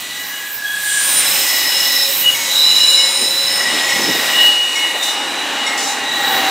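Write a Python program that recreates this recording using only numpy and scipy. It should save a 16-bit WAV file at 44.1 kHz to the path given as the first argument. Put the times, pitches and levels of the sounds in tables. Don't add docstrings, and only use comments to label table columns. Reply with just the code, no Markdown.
import sys
import numpy as np
from scipy import signal
from scipy.fft import rfft, irfft
from scipy.io import wavfile
from scipy.ndimage import uniform_filter1d

SR = 44100
rng = np.random.default_rng(int(sys.argv[2]) if len(sys.argv) > 2 else 0)


def store_pcm(level_fs):
    pcm = np.round(np.clip(level_fs, -1, 1) * 32767).astype(np.int16)
    wavfile.write(sys.argv[1], SR, np.atleast_2d(pcm).T)


def linear_from_db(decibels):
    return 10 ** (np.asarray(decibels, float) / 20)


N = 286650
T = np.arange(N) / SR
FREQ = np.fft.rfftfreq(N, 1 / SR)

# t/s, roar level/dB, brightness/dB per octave
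APPROACH = [(0.0, -44, 1), (.35, -43.5, 1), (.56, -45, 1), (.85, -44.5, 4), (1.16, -36, 2.5),
            (2.26, -36.5, 2.5), (3.04, -38, 1.5), (3.4, -37.5, 1), (3.76, -32, -0.7), (3.87, -33.5, 0.1),
            (4.42, -29.5, -0.9), (4.6, -37, 0), (4.8, -35, -0.35), (4.98, -35.5, -1.5), (5.27, -33.5, -3),
            (5.72, -31.5, -3.5), (6.08, -33, -3), (6.3, -29, -3.5), (6.5, -27, -3.5)]
# t/s, share 0-1
ALONGSIDE = [(4.6, 0.25), (5.2, 0.43), (5.8, 0.74), (6.5, 0.56)]
# f/Hz, level/dB per Hz
ROAR_COLOUR = [(15, -70), (25, -59), (277, -7.5), (405, -9), (818, -6.5), (1330, -7), (1940, -2.5),
               (2350, -4.5), (3920, -4.5), (4610, -9), (7920, -11.5), (11600, -20), (13600, -23),
               (16000, -40)]
# f/Hz, width/Hz, level/dB
ROAR_MODES = [(285, 69, 3), (827, 47, 6), (1080, 106, 3), (2495, 18, 6.5), (4300, 48, 4), (5973, 70, 8),
              (7040, 91, 7), (7970, 230, 5), (9030, 1400, 2.5), (10240, 18, 9.5)]
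WHEEL_RING_HZ = [549, 3350, 3688, 1676, 1974, 1980, 1936, 2922, 2911, 3980, 3932, 5291, 6652, 7202, 9185,
                 9010, 8230, 1903]
# spread of the other wheels below 0-1, roughness, skirt minus tone/dB, skirt hum over the roar/dB
WHEELS = [(0.0524, .9, -5, -13), (.045, .2, 1.5, -10), (0.04, 1.18, -2.5, -10), (0.0666, 0.26, -2, -5),
          (.045, .4, 1, -20), (0.045, 0.78, 6, -7), (0.04, 1.26, -0.5, -12), (0.03, 1.32, 0, -1),
          (0.06, 0.11, -8.5, 0), (.065, 0.24, -1, -1), (.06, .6, 2, -6.5), (0.062, 0.27, 3.5, 0.5),
          (0.08, 0.96, -10, -20), (0.048, 0.13, 3.5, -12), (0.064, 0.44, 1.5, -7), (0.0543, 0.67, 6, -6),
          (0.16, 1.2, 6, -10), (0.03, 0.37, -4.5, -17)]
# full from t/s, hold/s, tone level/dB,
# rise/s per 10 dB, fall/s per 10 dB (signs of the last two do not matter)
LOW_GRIPS = [
    [(1.3, 0.094, -42, 5.16, 5), (2.09, 0.022, -36.5, 0, 0), (3.31, 0.018, -37, -1.4, 0.6),
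     (4.11, .02, -36.5, -0.5, 0), (5.5, 0.051, -45, 0.7, -5.53)],
    [(.42, .05, -46, .1, .05), (.665, .05, -31, .02, .1), (.885, .02, -35, .03, .05),
     (1.04, .02, -38, .1, .05), (1.18, .02, -36, .1, .1)],
    [(4.12, .02, -28, .06, .06), (4.3, .14, -31, .08, .06), (4.65, .05, -34, .05, .05),
     (4.8, .05, -33, 0, .1), (5.04, 0.032, -23.5, 0.07, 0.14)],
    [(.16, .04, -40, .03, 3), (.33, 0.12, -34, .06, -2.5), (.62, 0.035, -30, .04, 1),
     (.7, 0.054, -27.5, .08, 0.3), (.86, 0.12, -28, .15, .1), (1.0, 0.04, -29.5, .06, 0.1)],
    [(.0, .08, -39, .1, .1), (.13, .18, -36, .06, .06), (.4, .05, -38, .05, .03)],
    [(1.54, 0.46, -32, -0.1, -0.1), (2.24, .02, -39, 0, 0), (2.49, 0.045, -38.5, -0.5, 0),
     (3.0, 0.196, -42, 0.17, -1), (3.6, 0.14, -31.5, 0.1, .1), (3.9, .02, -29, 0.06, .06)],
]
MID_GRIPS = [
    [(3.75, .02, -28.5, 0.13, .05), (3.92, 0.0096, -22.5, 0.085, 0.058), (4.16, .01, -27, 0.15, 0.144),
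     (4.38, 0.0098, -22, 0.065, 0.1), (4.96, .01, -29, 0.242, 0.121), (5.75, 0.0197, -30, 0.17, 0.031),
     (6.16, 0.029, -27.5, 0.2, 0.43)],
    [(.2, 0.018, -37, 0.13, .02), (.35, 0.0089, -33, 0.057, 0.093), (.9, 0.23, -37.5, .03, 0.38),
     (1.84, 0.0085, -25, 0.34, 0.093), (2.265, 0.025, -14.5, 0.031, 0.047), (2.8, 0.019, -21.5, 0.15, .08),
     (2.97, 0.051, -20.5, 0.13, 0.059), (3.31, 0.018, -33, 0.33, 0.062), (3.76, .02, -30.5, 0.345, 0.082),
     (4.08, 0.0204, -39, 0.34, 0.044)],
    [(4.374, 0.049, -14, 0.051, .1), (4.46, 0.018, -8.5, 0.083, 0.071), (4.618, 0.016, -15.5, 0.17, 0.13),
     (4.83, 0.011, -18, 0.119, 0.1), (4.96, 0.017, -26.5, .1, 0.036), (5.078, 0.144, -24.5, 0.062, 0.122),
     (5.412, .01, -28.5, 0.077, 0.053), (5.65, 0.0079, -22.5, 0.095, 0.031), (5.78, .04, -33, .1, .2),
     (6.3, .1, -37, .1, .2)],
]
MAIN_GRIPS = [
    [(.16, .02, -36, 0.12, 0.29), (.78, 0.068, -38, .05, .04), (1.1, 0.2, -28.5, 0.044, 0.12),
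     (2.04, 0.016, -21.5, 0.48, 0.11), (2.6, 0.357, -13, 0.089, 0.17), (3.21, .23, -20.5, 0.18, 0.22),
     (5.08, 0.019, -27.5, 0.198, 0.049), (5.41, .01, -29.5, 0.28, 0.17)],
    [(3.72, 0.031, -32, 0.17, 0.092), (4.03, .1, -30, 0.11, 0.088), (4.2, 0.068, -30, 0.073, .1),
     (4.4, .06, -30, .1, .06), (5.894, 0.0196, -33, 0.17, 0.25), (6.062, .29, -25.5, 0.029, 0.052),
     (6.48, 0.034, -27, 0.27, 0.088)],
    [(1.25, 0.11, -30, 0.085, .3), (1.8, 0.022, -22, 0.43, 0.146), (2.0, 0.0081, -21, 0.16, 0.079),
     (2.65, 0.293, -28, 0.12, .1), (3.03, 0.0108, -24.5, 0.22, 0.11), (3.24, 0.0079, -25, 0.11, 0.055),
     (3.55, .01, -24.5, 0.27, 0.22), (4.06, 0.0098, -28, 0.19, 0.078), (4.3, 0.044, -43, .2, .15)],
]
HIGH_GRIPS = [
    [(1.5, .05, -37.5, .1, .1), (1.78, 0.19, -36, .05, .05), (2.41, .01, -28, .25, 0.17),
     (2.72, .02, -30, .06, .05), (3.2, .05, -37, .2, .1), (3.45, .05, -37, .1, .05),
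     (3.6, .02, -33, .05, .06)],
    [(0.0, 0.46, -50, .1, 0.093), (2.908, .02, -27.5, 0.31, 0.55), (3.85, 0.047, -39.5, 0.099, .05)],
    [(0.0, 0.226, -53.5, .1, .1), (.87, .02, -29, .04, 0.214), (.98, 0.146, -22, 0.098, 0.17),
     (1.168, 0.0346, -16.5, 0.028, 0.036), (1.27, .02, -27.5, .03, 0.22)],
    [(2.932, .02, -30.5, .2, 0.207), (3.226, .01, -29.5, 0.19, 0.1), (3.55, 0.04, -34, 0.29, 0.214)],
    [(.9, 0.096, -31.5, 0.035, 0.25), (1.23, .2, -35, 0.155, .1)],
    [(3.66, .15, -31, .1, 0.17), (3.98, 0.23, -31.5, .1, .1), (4.36, .1, -25.5, .08, .1),
     (4.62, .4, -35.5, .1, .1), (5.7, .08, -31, 0.055, .1), (6.08, .3, -30, .08, .2)],
]
FLANGE_HZ = [12720, 13200, 13600, 14117, 14161, 14600, 15150]
# width/Hz, level/dB
FLANGE_MODES = [(40, -15), (30, -11), (1000, 0), (14, -10), (14, -10), (1000, -8), (25, -26)]
# full from t/s, hold/s, level/dB
RUBS = [(0.0, .01, -31.5), (0.269, 0.028, -29.5), (.4, .02, -37), (0.544, 0.0185, -30), (.7, .02, -34),
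        (0.847, 0.13, -33.5), (1.07, 0.058, -29), (1.283, 0.302, -24), (1.84, 0.38, -24.5),
        (2.35, .04, -29.5), (2.592, .02, -29), (2.777, 0.018, -35), (2.9, .02, -32), (3.3, 0.315, -33),
        (3.76, .02, -35), (4.05, .3, -30.5), (4.44, .02, -28), (4.72, .02, -44.5), (5.05, .02, -38),
        (5.8, 0.114, -39), (6.335, 0.042, -25), (6.5, .01, -28)]
# t/s, level/dB
DRONE = [(0.0, -51.5), (0.27, -50), (0.42, -57.5), (1.34, -40.5), (1.52, -49.5), (1.66, -46.5), (3.08, -48),
         (3.78, -42.5), (3.87, -43.5), (4.07, -40), (4.67, -56.5), (5.47, -54), (5.54, -50), (5.68, -61),
         (6.5, -42)]
# t/s, peak level/dB, strike note f/Hz, brightness/dB
STROKES = [
    (2.345, -21, 2200, 0.5),
    (2.974, -20, 2185, 5),
    (3.89, -22, 2170, 7),
    (4.755, -20, 2176, 4),
    (5.662, -20.5, 2140, 5.5),
]
# ratio to the strike note, level/dB, t60/s
BELL_PARTIALS = [(.42, -14, 11), (1, 1.5, 1.04), (1.006, -2.5, 0.524), (1.02, -5.5, 0.47),
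                 (1.74, -5, 0.203), (2.5, -11.5, .3), (2.6, -8, .25), (2.68, -10, .2), (3.2, -9, .2),
                 (3.7, -11, 0.58), (4.9, -18.5, .2)]
# t/s, peak level/dB, centre f/Hz
THUDS = [
    (3.221, -16.5, 318),
    (3.74, -17, 309.5),
    (3.96, -22, 250),
    (3.995, -15, 300),
    (4.08, -11.5, 279.5),
    (4.15, -16.5, 332),
    (4.95, -18, 632),
]
# t/s, f/Hz, level/dB
BLOWER = [
    (4.9, 812, -43),
    (5.3, 805.6, -35),
    (5.55, 803, -35),
    (5.75, 800, -31.5),
    (6.05, 792, -23),
    (6.13, 788, -30.5),
    (6.3, 778, -25),
    (6.5, 772, -25),
]
# t/s, length/s, level/dB, low f/Hz, high f/Hz
SPITS = [
    (5.021, 0.096, -24.5, 4500, 9330),
    (5.769, 0.08, -21.5, 4000, 8500),
    (5.862, 0.073, -24.5, 4600, 8400),
    (6.144, .04, -39, 9000, 13000),
    (6.3, .03, -36, 9300, 10100),
    (6.28, 0.142, -30.5, 5000, 11000),
]
# f/Hz, width/Hz, level/dB
NOZZLE = [(5160, 500, 5), (5870, 300, 5), (6900, 250, 7), (7950, 250, 2), (9800, 300, 4)]
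# f/Hz, level/dB
SCATTER = [(500, -87), (2500, -29.5), (4400, -20), (7500, -56), (9500, -6.5), (11500, -6.5), (15500, -4)]


def unit(x):
    return x / np.sqrt(np.mean(x ** 2) + 1e-30)


def on_log(points, hz):
    f, db = np.transpose(points)
    return np.interp(np.log(np.maximum(hz, 1)), np.log(f), db)


def coloured(x, db):
    return irfft(rfft(x) * linear_from_db(db), N)


def resonances(modes):
    return sum(db / (1 + (2 * (FREQ - f) / w) ** 2) for f, w, db in modes)


def walk(rate, size):
    k = int(SR / rate / 32)
    held = np.repeat(rng.standard_normal(size // (32 * k) + 2), k)
    slow = 1.3 * uniform_filter1d(uniform_filter1d(held, k), k)
    return np.interp(np.arange(size) / 32, np.arange(len(slow)), slow)


def ring(x, hz, width_hz):
    r, turn = np.exp(-np.pi * width_hz / SR), 2 * np.pi * hz / SR
    return signal.lfilter([0, r * np.sin(turn)], [1, -2 * r * np.cos(turn), r ** 2], x)


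def band(x, low_hz, high_hz, order=2):
    edges = [low_hz, min(high_hz, .45 * SR)]
    return signal.sosfilt(signal.butter(order, edges, "band", fs=SR, output="sos"), x)


def approach(t, octaves):
    s, db, tilt = np.transpose(APPROACH)
    return np.interp(t, s, db + octaves * tilt)


def grips(rows, t):
    s, hold, db, rise, fall = np.transpose(rows)[:, :, None]
    coarse = t[::44]
    before = np.maximum((s - coarse) / np.abs(rise), 0)
    after = np.maximum((coarse - s - hold) / np.abs(fall), 0)
    power = np.sum(linear_from_db(2 * (db - 10 * (before + after))), axis=0)
    return np.interp(t, coarse, power)


def roar(swell_db=0.84, flicker_db=1.2):
    pivot_hz, foot_hz, top_hz = 1335, 324, 10950
    bass_share, per_hz_db = 0.2, -19
    colour = on_log(ROAR_COLOUR, FREQ) + resonances(ROAR_MODES)
    noise = rfft(rng.standard_normal(N)) * linear_from_db(colour) * np.sqrt(SR / 2)
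    noise = noise / (1 + (110.5 / np.maximum(FREQ, 1)) ** 2)
    place = 3 * np.log2(np.maximum(FREQ, 1))
    out, swell = 0, walk(2.92, N)
    for k in range(13, 43):
        third = irfft(noise * np.cos(np.pi / 2 * np.clip(place - k, -1, 1)) ** 2, N)
        octaves = np.log2(np.clip(2 ** (k / 3), foot_hz, top_hz) / pivot_hz)
        if octaves < 0:
            octaves = octaves * bass_share
        db = approach(T, octaves) + per_hz_db
        out = out + third * linear_from_db(db + swell_db * swell + flicker_db * walk(9, N))
    return out


def squeal(hz, spread, rough, skirt_db, hum_db, rows, count=10, wobble_hz=45, overlap=1.26, patchy_db=3.0, taper_db=3.5):
    start, end = rows[0][0] - .3, rows[-1][0] + rows[-1][1] + .35
    a, b = max(int(start * SR), 0), min(int(end * SR), N)
    t, size = T[a:b], b - a
    drift = 2 * np.pi * np.cumsum(hz * (1 + 0.00063 * walk(6, size))) / SR
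    grip = grips(rows, t)
    rough = rough + 1 - (grip / grip.max()) ** 0.11
    shake = np.exp(rough * (0.16 * walk(wobble_hz, size) + 1.2j * walk(wobble_hz, size)))
    tone = unit((shake * np.exp(1j * drift)).real)
    position = (np.arange(count) + rng.random(count)) / count
    lower = hz * (1 + .08 * spread - 1.08 * spread * position ** 1.1)
    width_hz = overlap * spread * hz / count
    skirt = 0
    for k, f in enumerate(lower):
        other = unit(ring(ring(rng.standard_normal(size), f, width_hz), f, 3 * width_hz))
        skirt = skirt + other * linear_from_db(patchy_db * walk(8, size) - taper_db * k / count)
    hum = linear_from_db(2 * (approach(t, 0) + hum_db))
    skirt = unit(skirt) * np.sqrt(grip * linear_from_db(2 * skirt_db) + hum)
    fade = np.clip(np.minimum(t - start, end - t) / .15, 0, 1)
    out = np.zeros(N)
    out[a:b] = fade * (np.sqrt(grip) * tone + skirt)
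    return out


def flange():
    rise_s, fall_s, hum_db, hum_octaves = 0.12, 0.054, -3.5, 3.4
    rub = rng.standard_normal(N) * linear_from_db(1.7 * walk(14, N))
    singing = np.clip((4.7 - T) / .2, .1, 1)
    modes = 0
    for f, (w, db) in zip(FLANGE_HZ, FLANGE_MODES):
        mode = linear_from_db(db + 2.3 * walk(3.28, N)) * unit(ring(ring(rub, f, w), f, 2 * w))
        modes = modes + mode * (singing if w < 200 else 1)
    grip = grips([(*row, rise_s, fall_s) for row in RUBS], T)
    hum = linear_from_db(2 * (approach(T, hum_octaves) + hum_db))
    return unit(modes) * np.sqrt(grip + hum)


def drone():
    level_db = np.interp(T, *np.transpose(DRONE)) + 1.4 * walk(4.6, N)
    return unit(band(rng.standard_normal(N), 96.0, 264.0)) * linear_from_db(level_db)


def bell():
    out = np.zeros(N)
    for s, db, hz, bright_db in STROKES:
        a = int(s * SR) + 1
        t = T[a:a + SR] - s
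        for ratio, part_db, t60 in BELL_PARTIALS:
            size = linear_from_db(db + part_db + bright_db * (ratio > 1.5) - 60 * t / t60)
            smear = 0.37 * ratio * walk(60 * ratio, len(t))
            size = size * (1 + .15 * walk(38, len(t)))
            envelope = size * (1 - t) * (1 - np.exp(-t / 0.0042))
            out[a:a + SR] += envelope * np.sin(2 * np.pi * hz * ratio * t + smear)
    return out


def thuds():
    out = np.zeros(N)
    for s, db, hz in THUDS:
        away = np.abs(T - s)
        blow = np.where(T > s, np.exp(-away / 0.0207), np.exp(-away / 0.0031))
        ballast = 0.24 * np.exp(-away / 0.087)
        push = rng.standard_normal(N) * (blow + ballast)
        knock = band(push, 0.67 * hz, 1.46 * hz)
        out += linear_from_db(db) * knock / np.abs(knock).max()
    return out


def blower():
    s, hz, db = np.transpose(BLOWER)
    turn = 2 * np.pi * np.cumsum(np.interp(T, s, hz)) / SR
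    whine = 0
    for ratio, line_db, steady in [(1, -10.5, 2.1), (1.036, -10.5, 1.4), (1.075, -13, .3), (1.12, -10, .4)]:
        wander = steady + walk(18, N) + 1j * walk(18, N)
        whine = whine + linear_from_db(line_db) * wander * np.exp(1j * ratio * turn)
    return unit(whine.real) * linear_from_db(np.interp(T, s, db)) * np.clip((T - s[0]) / 0.19, 0, 1)


def spits():
    pipes_db = resonances(NOZZLE)
    out = 0
    for s, length, db, low_hz, high_hz in SPITS:
        gate = np.clip(np.minimum((T - s) / .01, (s + length - T) / 0.1 + 1), 0, 1)
        sag_db = 3.7 * np.clip((T - s) / length, 0, 2)
        hiss = unit(band(coloured(rng.standard_normal(N), pipes_db), low_hz, high_hz))
        out = out + gate * linear_from_db(db - sag_db + 1.8 * walk(40, N)) * hiss
    return out


def ground_scatter(x):
    echoes = rng.standard_normal((2, 2048)) * np.exp(-np.arange(2048) / 260.0)
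    turn = 2 * np.pi * 1.5 * T
    out = 0
    for share, echo in zip((np.cos(turn), np.sin(turn)), echoes):
        out = out + share * signal.fftconvolve(x, echo / np.sqrt(np.sum(echo ** 2)))[:N]
    return out


def scene():
    all_grips = LOW_GRIPS + MID_GRIPS + MAIN_GRIPS + HIGH_GRIPS
    wheels = sum(squeal(hz, *wheel, rows) for hz, wheel, rows in zip(WHEEL_RING_HZ, WHEELS, all_grips))
    scrape, air = flange(), spits()
    mid = roar() + wheels + scrape + drone() + bell() + thuds() + blower() + air
    scatter = ground_scatter(mid + 1.68 * air)
    wide = np.interp(T, *np.transpose(ALONGSIDE)) * 0.38 * band(scatter, 5060.0, 9400.0, order=3)
    side = coloured(scatter, on_log(SCATTER, FREQ)) + wide
    side = side - 0.53 * band(scrape, 3000., 19000.) - .08 * band(wheels, 8300., 10000.)
    return np.array([mid + side, mid - side])


def top_cut(x):
    return signal.sosfilt(signal.butter(12, 17040, fs=SR, output="sos"), x)


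def record(dry):
    top_hz, bass_hz = 15760, 75.0
    passband = (FREQ < top_hz) / np.sqrt(1 + (bass_hz / np.maximum(FREQ, 1)) ** 2)
    rounded = dry / (1 + (dry / .92) ** 4) ** .25
    mix = irfft(rfft(rounded) * passband, N)
    return top_cut(mix)


dry = scene()
out = record(dry)
store_pcm(out)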